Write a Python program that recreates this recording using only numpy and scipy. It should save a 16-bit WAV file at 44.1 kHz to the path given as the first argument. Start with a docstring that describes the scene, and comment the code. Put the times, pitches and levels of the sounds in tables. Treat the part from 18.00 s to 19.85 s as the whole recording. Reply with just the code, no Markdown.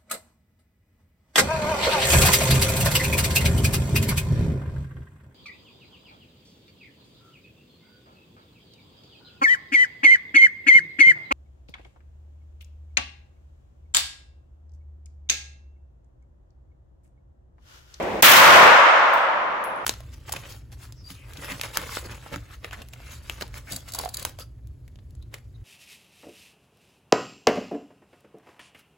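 """First comes the rush of ventilation in an indoor range, with a faint metallic tick: shaped noise.
Then one pistol shot from a booth: noise bursts for the crack and the rattle of the booth walls.
The long concrete hall fills with fading noise, and the blast swells back from its far end.
The spent brass case bounces: each bounce is a click, some ringing tones and a narrow hiss.
The phone's microphones overload, and its gain control ducks and recovers slowly."""
import sys
import numpy as np
from scipy import signal
from scipy.fft import rfft, irfft, dct
from scipy.io import wavfile
from scipy.ndimage import uniform_filter1d

SR = 44100
rng = np.random.default_rng(int(sys.argv[2]) if len(sys.argv) > 2 else 0)


def unload_audio(sound):
    """Save the sound as a 16-bit wav file, at the path given as the first command line argument."""
    columns = np.transpose(np.atleast_2d(sound))
    # keep every value between -1 and 1, then stretch to whole-number steps
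    steps = np.round(np.clip(columns, -1, 1) * 32767)
    wavfile.write(sys.argv[1], SR, steps.astype(np.int16))


N = 81585  # length in samples

SHOT_S = 0.2242
ALIKE_BELOW_HZ = 626  # the two microphones hear longer waves alike


def undb(db):
    """Turn decibels into a gain."""
    return 10 ** (np.asarray(db) / 20)


def over_hz(hz, table, axis=1):
    """Read one column of a table at any frequency, on a log-frequency axis."""
    table = np.array(table, float)
    log_hz = np.log(np.maximum(hz, 1))
    return np.interp(log_hz, np.log(table[:, 0]), table[:, axis])


def bins():
    """Frequencies of the spectrum's bins in Hz."""
    return np.arange(N // 2 + 1) * SR / N


def since(start):
    """Seconds since a moment, zero before it."""
    return np.maximum(np.arange(N) / SR - start, 0)


def decay(age, t60):
    """Exponential decay that has dropped 60 dB after t60 seconds."""
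    return np.exp(-np.log(1000) * age / t60)


def fade(start, t60):
    """Sudden onset and exponential decay."""
    age = since(start)
    return (age > 0) * decay(age, t60)


def wander(rate):
    """Random points of unit spread, so many a second, joined by straight lines."""
    points = rng.standard_normal(N)
    return np.interp(since(0) * rate, np.arange(N), points)


def diffuse():
    """Spectrum of white noise arriving from all sides at two microphones."""
    alike = 1 / (1 + (bins() / ALIKE_BELOW_HZ) ** 2)
    mid, side = rfft(rng.standard_normal((2, N)))
    shared = np.sqrt(1 + alike) * mid
    opposed = np.sqrt(1 - alike) * side * np.array([[1], [-1]])
    return (shared + opposed) / np.sqrt(2)


def noise(colour):
    """Diffuse noise with the tone colour of a table, rms 1."""
    x = irfft(diffuse() * undb(over_hz(bins(), colour)), N)
    return x / x.std()


def band(hz, width_hz):
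    """Diffuse noise through one resonance, half as strong width_hz away from its peak, rms 1."""
    x = irfft(diffuse() / (1 + ((bins() - hz) / width_hz) ** 2), N)
    return x / x.std()


def reverberation(table):
    """Dense reflections of the shot; every band starts at its own level and dies at its own rate."""
    freqs, age = bins(), since(SHOT_S)
    field = diffuse() * undb(over_hz(freqs, table)) * np.sqrt(SR / 2)  # levels are per Hz
    centres = np.array(table)[:, 0]
    out = 0
    for (_, _, t60), share in zip(table, np.eye(len(table))):
        overlap = np.interp(freqs, centres, share)  # neighbouring bands cross-fade
        out = out + irfft(field * overlap, N) * decay(age, t60)
    return out * (age > 0)


VENT_DB, VENT_WANDER_DB = -24, -1.3
# Tone colour of the moving air. Each row: frequency in Hz, relative level in dB per Hz.
VENT_COLOUR = [(25, -6), (50, 6), (120, -6), (250, 0), (550, 5), (900, 0), (1300, -8), (2200, -8),
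               (4000, -20.5), (8000, -30.5), (15000, -45.5)]


def ventilation():
    """Steady rush of air that wanders a little in level."""
    level_db = VENT_DB + VENT_WANDER_DB * wander(10.33)  # points per second
    return noise(VENT_COLOUR) * undb(level_db)


TICK_S, TICK_DB = 0.026, -39


def tick():
    """A faint metallic tick before the shot: a fading band of high noise."""
    return undb(TICK_DB) * band(6500, width_hz=2500) * fade(TICK_S, t60=0.081)


# Tone colour of a sharp knock. Each row: frequency in Hz, relative level in dB per Hz.
CLICK_COLOUR = [(1500, -14), (4500, -6.5), (7500, 1.5), (11000, -4.5), (15000, -5)]


def sharp_noise():
    """Bright noise shared by the crack of the shot and the clicks of the case."""
    return noise(CLICK_COLOUR)


CLICK_T60_S = 0.022
CLICK_ROOM_DB, CLICK_ROOM_T60_S = -23, 0.35


def click(start):
    """A small hard contact with its short room tail."""
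    contact = fade(start, CLICK_T60_S)
    room = undb(CLICK_ROOM_DB) * fade(start, CLICK_ROOM_T60_S)
    return sharp_noise() * (contact + room)


RING_WIDTH_HZ = 73
WASH_WIDTH_HZ, WASH_T60_S = 680, 0.18  # the hall smears each ping into a narrow hiss
# Tones the brass case can ring at.
# Each row: frequency in Hz, relative level in dB, time to fade by 60 dB in seconds.
CASE_MODES = [(7960, -3, 0.68), (8620, -4.5, .8), (10130, -12.5, 0.72), (10940, -11, 0.13),
              (11820, -17, 0.39), (14090, -13, 0.23), (14800, -10, 0.14), (15390, -14, .27)]
# Bounces of the case. Each row: start in seconds, ring level in dB, click level in dB,
# hiss level in dB, most excited frequency in Hz, spread in octaves, left minus right in dB.
CASE_BOUNCES = [(.9624, -43, -35, -55, 14000, .5, 2), (1.135, -21, -13, -33, 14100, 0.48, 0.5),
                (1.64, -14, -20, -21, 10560, 0.035, -2), (1.756, -46.5, -48, -47, 10300, 0.071, -21)]


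def brass_case():
    """Each bounce clicks and rings some of the case's modes; reflections make them waver and hiss."""
    rings = [band(hz, RING_WIDTH_HZ) for hz, _, _ in CASE_MODES]
    out = 0
    for start, ring_db, click_db, wash_db, centre_hz, octaves, pan_db in CASE_BOUNCES:
        wash = band(centre_hz, WASH_WIDTH_HZ) * fade(start, WASH_T60_S)
        sound = undb(click_db) * click(start) + undb(wash_db) * wash
        for (hz, db, t60), ring in zip(CASE_MODES, rings):
            # modes far from the most excited frequency ring less
            excited = 1 / (1 + (np.log2(hz / centre_hz) / octaves) ** 2)
            sound = sound + undb(ring_db + db) * excited * fade(start, t60) * ring
        out = out + sound * undb(np.array([[pan_db], [-pan_db]]) / 2)
    return out


HALL_DB, HALL_BUILD_S = 0, 0.2
RETURN_S, RETURN_WIDTH_S, RETURN_DB = 0.579, 0.1, 16  # centre, spread and level of the swell
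# Reverberation of the hall.
# Each row: frequency in Hz, starting level in dB per Hz, time to fade by 60 dB in seconds.
HALL_BANDS = [(100, -52.5, 2.0), (236, -34, 2.75), (428, -20, 2.25), (562, -8.5, 2.55), (740, -9.5, 2.53),
              (1020, -2.5, 2.408), (1470, -3.5, 2.153), (2230, -8, 1.945), (3035, -12.5, 1.844),
              (4540, -22.5, 1.715), (6500, -25, 1.427), (9580, -29.5, 0.94), (12000, -26, 0.63),
              (15500, -27, 0.55)]
# Tone colour of the returning blast. Each row: frequency in Hz, relative level in dB per Hz.
RETURN_COLOUR = [(100, -33.5), (300, -16), (550, -1.5), (1200, -3), (1900, -6), (3500, -18.5), (8000, -59)]


def hall():
    """Reverberation builds up, swells as the blast returns from the far end, and loses its highs first."""
    build = 1 - np.exp(-since(SHOT_S) / HALL_BUILD_S)
    swell = undb(RETURN_DB) * np.exp(-0.5 * ((since(0) - RETURN_S) / RETURN_WIDTH_S) ** 2)
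    return build * (undb(HALL_DB) * reverberation(HALL_BANDS) + swell * noise(RETURN_COLOUR))


LEAK_LEAD_S, LEAK_DB = 0.0017, 0  # first gas escapes just ahead of the blast
CRACK_DB, CRACK_T60_S = 37, 0.014
BOOTH_DB = -3
FLUTTER_PER_S, FLUTTER_DB = 130, 2.5  # reflections in the booth arrive in clumps
# Muzzle blast among the booth walls, before the booth level is added.
# Each row: frequency in Hz, starting level in dB per Hz, time to fade by 60 dB in seconds.
BOOTH_BANDS = [(100, -41, 0.54), (297, -22, 0.53), (596, -10, 0.28), (1420, -7, 1), (2750, -7.5, 1),
               (4980, -15, 1), (9180, -21.5, 0.79), (15000, -23, 0.67)]


def blast():
    """A puff of gas, the crack, then bright clumped reflections from the booth."""
    leak = undb(LEAK_DB) * fade(SHOT_S - LEAK_LEAD_S, CRACK_T60_S)
    crack = undb(CRACK_DB) * fade(SHOT_S, CRACK_T60_S)
    booth_db = BOOTH_DB + FLUTTER_DB * wander(FLUTTER_PER_S)
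    return (leak + crack) * sharp_noise() + undb(booth_db) * reverberation(BOOTH_BANDS)


def scene():
    """Everything that reaches the two microphones."""
    return ventilation() + tick() + brass_case() + hall() + blast()


OVERLOAD_DB, OVERLOAD_KNEE = 18.5, 16  # a higher knee number bends more abruptly
PHASE_TURN_HZ = 3500
# Microphone colour. Each row: frequency in Hz, left gain in dB, right gain in dB.
MIC_COLOUR = [(20, -24, -15.5), (60.4, -8, -11.5), (146, -1, -1), (1620, -2.5, -2.5), (2400, -2, -4),
              (3430, -2, -7), (4700, -5.5, -5), (5840, -6, -3), (9500, -6.5, -4.5), (12300, -1.5, 2),
              (16000, 4.5, 4)]


def microphones(x):
    """The capsules flatten loud peaks; the input stage then colours the sound and turns its phase."""
    # flatten at twice the sample rate to limit false tones
    drive = signal.resample_poly(x, 2, 1, axis=1, padtype="edge") / undb(OVERLOAD_DB)
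    flat = drive / (1 + np.abs(drive) ** OVERLOAD_KNEE) ** (1 / OVERLOAD_KNEE)
    x = signal.resample_poly(flat, 1, 2, axis=1, padtype="edge") * undb(OVERLOAD_DB)
    hz = np.arange(N) * SR / (2 * N)
    colour = undb(np.array([over_hz(hz, MIC_COLOUR, axis=1), over_hz(hz, MIC_COLOUR, axis=2)]))
    x = dct(dct(x, norm="ortho") * colour, type=3, norm="ortho")
    # two all-pass filters turn the phase and leave the level of each frequency alone
    pole = np.exp(-2 * np.pi * PHASE_TURN_HZ / SR)
    turned = signal.lfilter([-pole, 1], [1, -pole], x)
    return signal.lfilter([-pole, 1], [1, -pole], turned)


CEILING_DB, LOOKAHEAD_S, RECOVER_DB_PER_S = 3.5, 0.015, 5.5  # ceiling relative to full scale


def gain_control(x):
    """The gain drops just ahead of a peak and creeps back."""
    peak_db = 20 * np.log10(np.abs(x).max(axis=0) + 1e-9)
    excess_db = np.maximum(peak_db - CEILING_DB, 0)
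    recovery = RECOVER_DB_PER_S * since(0)
    cut_db = np.maximum.accumulate(excess_db + recovery) - recovery
    # average the cut over the moments just ahead
    ahead = int(LOOKAHEAD_S * SR)
    padded = np.pad(cut_db, (0, ahead), mode="edge")
    cut_db = uniform_filter1d(padded, ahead)[ahead // 2:][:N]
    return x * undb(-cut_db)


TOP_HZ = 15750


def record(dry):
    """Overload, gain control, full-scale clipping and the top cut."""
    x = np.clip(gain_control(microphones(dry)), -1, 1)
    top_cut = signal.ellip(10, 0.2, 70, TOP_HZ, fs=SR, output="sos")
    return signal.sosfilt(top_cut, x)


dry = scene()
out = record(dry)
unload_audio(out)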